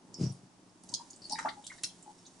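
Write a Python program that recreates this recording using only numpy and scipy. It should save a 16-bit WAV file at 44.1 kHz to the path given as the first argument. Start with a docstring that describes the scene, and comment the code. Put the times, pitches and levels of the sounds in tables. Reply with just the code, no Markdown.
"""Small wet clicks and a soft low thump come first, then drips that plop and gurgle in a steel sink.
Wet fingers and a small brush work close to the microphone, and films of water snap as they move.
Each drip rings a pocket of air; the thump is a lumpy puff with the room's low resonances ringing.
The basin's walls echo and ring, a small room answers, and a low rumble and hiss lie underneath."""
import sys
import numpy as np
from scipy import signal
from scipy.fft import rfft, irfft
from scipy.io import wavfile

SR = 44100
rng = np.random.default_rng(int(sys.argv[2]) if len(sys.argv) > 2 else 0)


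def materialize(psi):
    """Save the field psi as 16-bit PCM at rate SR to the path in sys.argv[1].

    A 1-D psi becomes a single channel; in a 2-D psi each row is a channel.
    """
    bounded = np.clip(np.atleast_2d(psi).T, -1, 1)
    quanta = np.round(bounded * 32767).astype(np.int16)
    wavfile.write(sys.argv[1], SR, quanta)


N = 105840
T = np.arange(N) / SR

# snapping water films: t/s, level/dB, centre f/Hz, width/octaves, crackle decay/ms, left-right/dB
FILM_SNAPS = [(0.1422, -45, 5100, 0.19, 6.6, 4.5), (.165, -52, 5160, 0.1, 25, -8),
              (0.213, -56, 5870, 0.11, 10, -3), (.1415, -53, 6630, 0.57, 1.7, -3),
              (0.238, -48, 5400, 0.26, 9.7, -5), (0.263, -50.5, 5560, 0.12, 9, -2.5),
              (.294, -59, 5770, 0.18, 10, -8), (.323, -58, 9030, 0.22, 4.2, -1),
              (.694, -70, 5050, 0.18, 0.9, -2), (0.836, -56.5, 7200, 1.4, 1.5, 1),
              (0.89, -48.5, 6300, 0.93, 6.6, 1.5), (.918, -55, 6460, 0.82, 8, -5),
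              (0.9388, -32.5, 4720, 0.27, 0.76, 4), (0.9391, -40.5, 3860, 0.2, 1.1, 4.5),
              (.9395, -46.5, 3325, 0.18, 3.2, -7), (.940, -36, 6250, .2, 1, 0.5),
              (.955, -57, 5200, 1.1, 1.7, -5), (0.939, -41.5, 7700, 0.59, 1.2, -2.5),
              (.947, -48, 5800, 0.46, 1.7, -18), (1.102, -56.5, 5550, 0.62, 2.7, 6),
              (1.105, -48.5, 6680, 0.17, 2.6, 4), (1.106, -57, 8900, 0.44, 4.4, -1),
              (1.131, -57, 5370, 0.51, 0.82, -2), (1.161, -55.5, 7670, 0.51, 2.1, 0),
              (1.219, -51, 4780, .3, 9, 3.5), (1.2413, -48, 4680, 0.27, 1.8, 3),
              (1.249, -45, 4476, 0.072, 7, -1.5), (1.260, -60, 8900, 0.24, 4, 0),
              (1.297, -45, 5580, 0.63, 6, 16), (1.296, -51, 7870, 0.36, 1.1, -6),
              (1.31, -47.5, 5000, 0.49, 5.2, -14), (1.32, -43.5, 8930, 0.31, 4.7, -4),
              (1.3222, -37.5, 5030, 0.43, 4.5, 8.5), (1.331, -36, 4850, 0.26, 7, -3),
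              (1.345, -50, 3830, 0.045, 4, -9), (1.356, -48.5, 1980, 0.38, 3, -2),
              (1.374, -56.5, 1860, 0.36, 16, 23), (1.3866, -35.5, 1480, 0.78, 2.9, -1),
              (1.388, -44, 6000, 0.93, 5.6, 5), (1.391, -50.5, 4000, 0.16, 4.6, -8),
              (1.42, -55.5, 1340, 0.9, 42, 25), (1.42, -52, 5400, 0.33, 35, 2),
              (1.457, -34.5, 1280, 0.45, 4.2, -2.5), (1.472, -45, 1296, 0.32, 7, 12),
              (1.484, -44, 1910, 0.32, 1.1, 12.5), (1.489, -43.5, 3900, 0.61, 4.5, 3),
              (1.64, -55.5, 3410, 0.34, 18, 4.5), (1.644, -53.5, 7800, .5, 8, 3.5),
              (1.6672, -43.5, 7270, 0.72, 3.5, 1.5), (1.666, -48.5, 3930, 0.66, 9, 0),
              (1.699, -46.5, 2100, .15, 2.7, -1), (1.716, -50, 1390, 0.91, 2.2, 4),
              (1.726, -60, 6100, 0.38, 10, 2.5), (1.755, -77, 7500, 1.0, 3, 0),
              (1.781, -59, 1900, 0.3, 1.4, 3), (1.784, -59, 4260, 0.47, 5.6, 1),
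              (1.835, -34, 7350, 1, 3, 2), (1.835, -45.5, 2933, 0.25, 1.8, 0),
              (1.835, -47.5, 2010, 1.3, 1.3, -4), (1.839, -38, 4330, 0.42, 0.35, 2.5),
              (1.843, -35, 5700, 0.38, 0.4, 7), (1.892, -56.5, 3310, 0.13, 6, -2),
              (2.026, -54.5, 7870, 0.43, 3.1, -2), (2.183, -65, 5240, 0.13, 6.8, 7),
              (2.253, -57, 4060, 0.45, 11, -1), (2.264, -53, 6400, 0.31, 9.5, 4)]
# air pockets rung by drips: t/s, peak level/dB, starting f/Hz, rise/s, decay/s
AIR_POCKETS = [(.915, -52.5, 952, 0.017, 0.0082), (.996, -46, 944, 0.0033, 0.0055),
               (1.008, -45.5, 975, 0.0017, 0.0094), (1.022, -61, 990, 0.022, .04),
               (1.299, -50.5, 653, 0.0035, .008), (1.302, -45.5, 830, 0.015, 0.0097),
               (1.318, -34.5, 870.4, 0.015, 0.0031), (1.336, -37.5, 872, 0.009, 0.0036),
               (1.446, -28, 870, .009, 0.0055), (1.446, -37, 652, 0.0068, 0.02),
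               (1.386, -39.5, 897, 0.0046, 0.018), (1.470, -32, 833, 0.0029, 0.0048),
               (1.452, -39.5, 751, 0.0045, 0.015), (1.558, -51, 822, 0.022, 0.025),
               (2.056, -54, 860, 0.0087, 0.011), (2.075, -45.5, 856, 0.0042, 0.0061),
               (2.088, -50.5, 849, 0.0087, 0.013)]
# soft low pulses, most making up a lumpy puff near 0.2 s, the later ones giving low knocks under clicks: t/s,
# relative level/dB, low-pass f/Hz
LOW_PULSES = [(.186, -40, 900), (.198, -35.5, 700), (0.2101, -21, 300), (0.2321, -27.5, 300),
              (0.2389, -25.5, 302), (.263, -22, 167), (.300, -29.5, 170), (.432, -47.5, 297),
              (.935, -50, 496), (1.834, -51, 500)]
# low resonances of the room: f/Hz, gain/dB, T60/s
ROOM_MODES = [(113, -20, 0.2), (136.6, -10.5, 0.2), (183, -6, .14), (159, -3, .035), (226, -9.5, 0.089),
              (259, -11.5, 0.065), (316, -14, 0.091), (347, -10.5, .1), (380, -16, .09), (424, -30, .06),
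              (610, -18, 0.049)]
# spectrum of skin rubbing on steel: f/Hz, relative level/dB
RUB_SPECTRUM = [(100, 1), (400, 9.5), (900, -2.5), (1500, -10), (4000, -11), (5000, 3), (5700, -6),
                (6600, -4.5), (10000, -16)]
# envelope of the crackle of wet skin: t/s, level/dB
SKIN_ENVELOPE = [(0, -78), (.15, -66), (.35, -67.5), (.5, -75.5), (.8, -72.5), (.88, -63), (1.08, -63),
                 (1.2, -64.5), (1.4, -55), (1.58, -65), (1.72, -59), (2.0, -64.5), (2.15, -66), (2.4, -65)]
# spectrum of that crackle: f/Hz, relative level/dB
SKIN_SPECTRUM = [(300, 1), (1000, -1), (2400, -5), (4000, -1), (5500, 1.5), (7000, 3), (10000, -1.5)]
# reflections from the basin's walls: left delay/ms, right delay/ms, gain/dB
WALL_ECHOES = [(1.3, 1.082, -7.5), (6.4, 4.7, -14), (8.5, 8.1, -5), (15.2, 15.6, -28.5)]
# modes of the steel basin, driven by the wet sounds: f/Hz, relative gain/dB, T60/s
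STEEL_MODES = [(651, -7, .17), (743, -14, .22), (838, -10, .15), (885, -11, .15), (995, -13, .17),
               (1157, -14, .15), (1249, -7, .1), (1296, -9, .15), (1408, -9, .16), (1570, -12, .15),
               (3190, -13, .1), (3810, -10, .08), (4442, -8, .1), (4545, -13, .1), (4730, -13, .1),
               (5145, -12, .13), (5790, -14, .12), (6360, -10, .1), (8795, -12, .1)]
# stereo balance of the wet sounds at the microphone: f/Hz, left-right/dB
NEAR_BALANCE = [(100, -1.5), (250, 4), (900, 2.5), (2000, -0.2), (4500, 4.5), (6000, -11), (7500, -3.5),
                (10000, -5)]
# spectrum of the room's rumble: f/Hz, relative level/dB
RUMBLE_SPECTRUM = [(40, -45), (80, -27.5), (110, -2), (145, -17), (178, 3), (205, -6.5), (250, -3.5),
                   (330, -3.5), (450, -14.5), (900, -14.5), (1500, -32.5), (4000, -67)]
# slow envelope of the rumble: t/s, level/dB
RUMBLE_ENVELOPE = [(0, -64), (.1, -56), (.42, -62), (.56, -64), (.67, -61.5), (.8, -65), (.92, -53.5),
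                   (1.05, -63.5), (1.2, -60.5), (1.45, -57), (1.65, -62.5), (1.95, -60.5), (2.25, -63),
                   (2.4, -59.5)]
# spectrum of the hiss: f/Hz, relative level/dB
HISS_SPECTRUM = [(20, 3), (60, 7), (400, 1.5), (950, 11.5), (1300, 5), (2200, 0.5), (4000, -1), (5300, 2),
                 (7500, -3.5), (10500, -5.5)]


def film_clicks():
    """Transient excitation: a water film snaps and crackles, and the gap it opens sets the pitch."""
    out, t = np.zeros((2, N)), T[:SR // 10]
    crackle_share, splash_db = 0.69, -27
    level_window_s = 0.0073  # a click has the energy of its level held this long
    for start_s, db, hz, octaves, decay_ms, pan_db in FILM_SNAPS:
        burst = rng.standard_normal(len(t)) * swell(t, rise_s=0.0017, decay_s=decay_ms / 1e3)
        crackle = unit(band(burst, hz, octaves))
        snap = unit(band(signal.unit_impulse(len(t)), hz, octaves))
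        short_burst = rng.standard_normal(len(t)) * np.exp(-t / 0.0018)
        splash = unit(band(short_burst, hz * 1.85, octaves=0.91))
        click = unit(crackle_share * crackle + (1 - crackle_share) * snap + from_db(splash_db) * splash)
        add(out, start_s, pan(pan_db) * from_db(db) * np.sqrt(level_window_s * SR) * click)
    return out


def drips():
    """Bubble resonance: an air pocket rings, its pitch rising slightly as it nears the surface."""
    out, t = np.zeros(N), T[:SR // 6]
    glide_per_s, flutter_depth, push_db = 0.33, 0.044, -16.5
    for start_s, db, hz, rise_s, decay_s in AIR_POCKETS:
        flutter = band_noise(len(t), hz=90.4, octaves=1.6)  # the pocket changes shape
        pitch_hz = hz * (1 + glide_per_s * t + flutter_depth * flutter)
        note = np.sin(2 * np.pi * np.cumsum(pitch_hz) / SR)
        dull_push = from_db(push_db) * band_noise(len(t), hz=289, octaves=0.68)
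        add(out, start_s, from_db(db) * swell(t, rise_s, decay_s) * (note + dull_push))
    return out


def low_thump():
    """Modal response: soft low pulses form a lumpy puff and later low knocks, and the room's low resonances
    ring."""
    puff, impulse = np.zeros(N), signal.unit_impulse(SR // 20)
    for start_s, db, cutoff_hz in LOW_PULSES:
        softness = signal.butter(2, cutoff_hz, fs=SR, output="sos")
        add(puff, start_s, from_db(db) * signal.sosfilt(softness, impulse))
    thump = sum(from_db(db) * ring(puff, hz, t60) for hz, db, t60 in ROOM_MODES)
    low_cut = signal.butter(8, 105, "high", fs=SR, output="sos")
    return signal.sosfilt(low_cut, thump)


def skin_rub():
    """Friction noise: skin slides on the steel during the thump."""
    start_s, peak_db = 0.17, -44.5
    envelope = from_db(peak_db) * swell(T - start_s, rise_s=0.062, decay_s=0.053)
    return envelope * coloured(stereo_noise(correlation=0.6), RUB_SPECTRUM)


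def skin_crackle():
    """Shot noise: wet fingers and bristles shift, giving tiny ticks at random instants."""
    ticks_per_s, spread_db = 5000, 2.5
    sizes = from_db(spread_db * np.minimum(rng.exponential(1, N), 5))
    signs = rng.choice([-1, 1], N)
    occurs = rng.random(N) < ticks_per_s / SR
    return curve(SKIN_ENVELOPE) * coloured(sizes * signs * occurs, SKIN_SPECTRUM)


def basin_response(wet):
    """Reflection and forced vibration: wall echoes and ringing steel join the direct sound."""
    near, steel_db = wet.copy(), 4
    for left_ms, right_ms, db in WALL_ECHOES:
        for side, delay_ms in enumerate((left_ms, right_ms)):
            near[side] += from_db(db) * np.interp(T - delay_ms / 1e3, T, wet[side], left=0)
    for hz, db, t60 in STEEL_MODES:
        resonant_gain = t60 * SR / (2 * np.log(1000))
        near += from_db(steel_db + db) * ring(wet, hz, t60) / resonant_gain
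    return irfft(rfft(near) * pan(per_bin(NEAR_BALANCE)), N)


def room_reverberation(wet):
    """Diffuse reflection: the small room answers with an exponentially decaying tail."""
    gain_db, t60 = -5, 0.2
    envelope = swell(T, rise_s=0.011, decay_s=t60 / np.log(1000))
    tail = unit(stereo_noise(correlation=0.32) * envelope)
    return from_db(gain_db) * signal.fftconvolve(wet.mean(axis=0)[None], tail, axes=1)[:, :N]


def background():
    """Ambient noise: a low room rumble wavers by amplitude modulation under a steady hiss."""
    waver_rms_db, hiss_db = 1.5, -66
    waver = unit(band(rng.standard_normal(2 * N), hz=19.9, octaves=2.18)[N:]) * np.sqrt(N)
    envelope = curve(RUMBLE_ENVELOPE) * from_db(waver_rms_db * waver)
    rumble = envelope * coloured(stereo_noise(correlation=0.89), RUMBLE_SPECTRUM)
    hiss = from_db(hiss_db) * coloured(stereo_noise(correlation=0.13), HISS_SPECTRUM)
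    return rumble + hiss


def from_db(db):
    """Amplitude ratio of a level in decibels."""
    return 10 ** (np.asarray(db) / 20)


def unit(x):
    """Normalisation to unit energy."""
    return x / np.sqrt(np.sum(x ** 2, axis=-1, keepdims=True) + 1e-20)


def pan(db):
    """Left and right gains for a level difference."""
    return from_db(np.outer([.5, -.5], db))


def curve(points):
    """Amplitude envelope through points of t/s, level/dB."""
    return from_db(np.interp(T, *np.transpose(points)))


def per_bin(points):
    """Interpolation of a table over logarithmic frequency."""
    hz, value = np.transpose(points)
    bin_hz = np.arange(N // 2 + 1) * SR / N
    return np.interp(np.log(bin_hz + 1), np.log(hz), value)


def coloured(x, spectrum):
    """Spectral shaping of a noise, at unit rms."""
    return unit(irfft(rfft(x) * from_db(per_bin(spectrum)), N)) * np.sqrt(N)


def stereo_noise(correlation):
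    """Partial coherence: white noise partly shared by left and right."""
    mid, side = rng.standard_normal((2, N))
    return np.sqrt(1 + correlation) * mid + np.sqrt(1 - correlation) * side * [[1], [-1]]


def band(x, hz, octaves):
    """Band-pass filtering about a centre frequency."""
    edges = np.clip(hz * 2 ** (np.array([-.5, .5]) * octaves), 10, .48 * SR)
    return signal.sosfilt(signal.butter(3, edges, "band", fs=SR, output="sos"), x + 1e-18)


def band_noise(samples, hz, octaves):
    """Band-limited noise of unit rms."""
    return unit(band(rng.standard_normal(samples), hz, octaves)) * np.sqrt(samples)


def ring(x, hz, t60):
    """Damped oscillator: a unit impulse starts a decaying sine of unit amplitude."""
    radius, angle = from_db(-60 / (t60 * SR)), 2 * np.pi * hz / SR
    return signal.lfilter([0, np.sin(angle)], [1, -2 * radius * np.cos(angle), radius ** 2], x + 1e-18)


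def swell(t, rise_s, decay_s):
    """A smooth rise, then exponential decay."""
    rise = np.sin(np.pi / 2 * np.clip(t / rise_s, 0, 1)) ** 2
    return rise * np.exp(-np.maximum(t - rise_s, 0) / decay_s)


def add(out, start_s, x):
    """Superposition of a short sound at a given time."""
    i = int(start_s * SR)
    out[..., i:i + x.shape[-1]] += x[..., :N - i]


def scene():
    """Superposition: wet sounds in basin and room, the thump slightly left, and the background."""
    wet = film_clicks() + drips() + skin_crackle()
    wet_in_room = basin_response(wet) + room_reverberation(wet)
    thump_and_rub = pan(db=1.7) * (low_thump() + skin_rub())
    return wet_in_room + thump_and_rub + background()


def record(dry):
    """Band limiting: a steep zero-phase low-pass removes the highest treble."""
    cutoff_hz = 10600
    return signal.sosfiltfilt(signal.ellip(10, .1, 50, cutoff_hz, fs=SR, output="sos"), dry)


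dry = scene()
out = record(dry)
materialize(out)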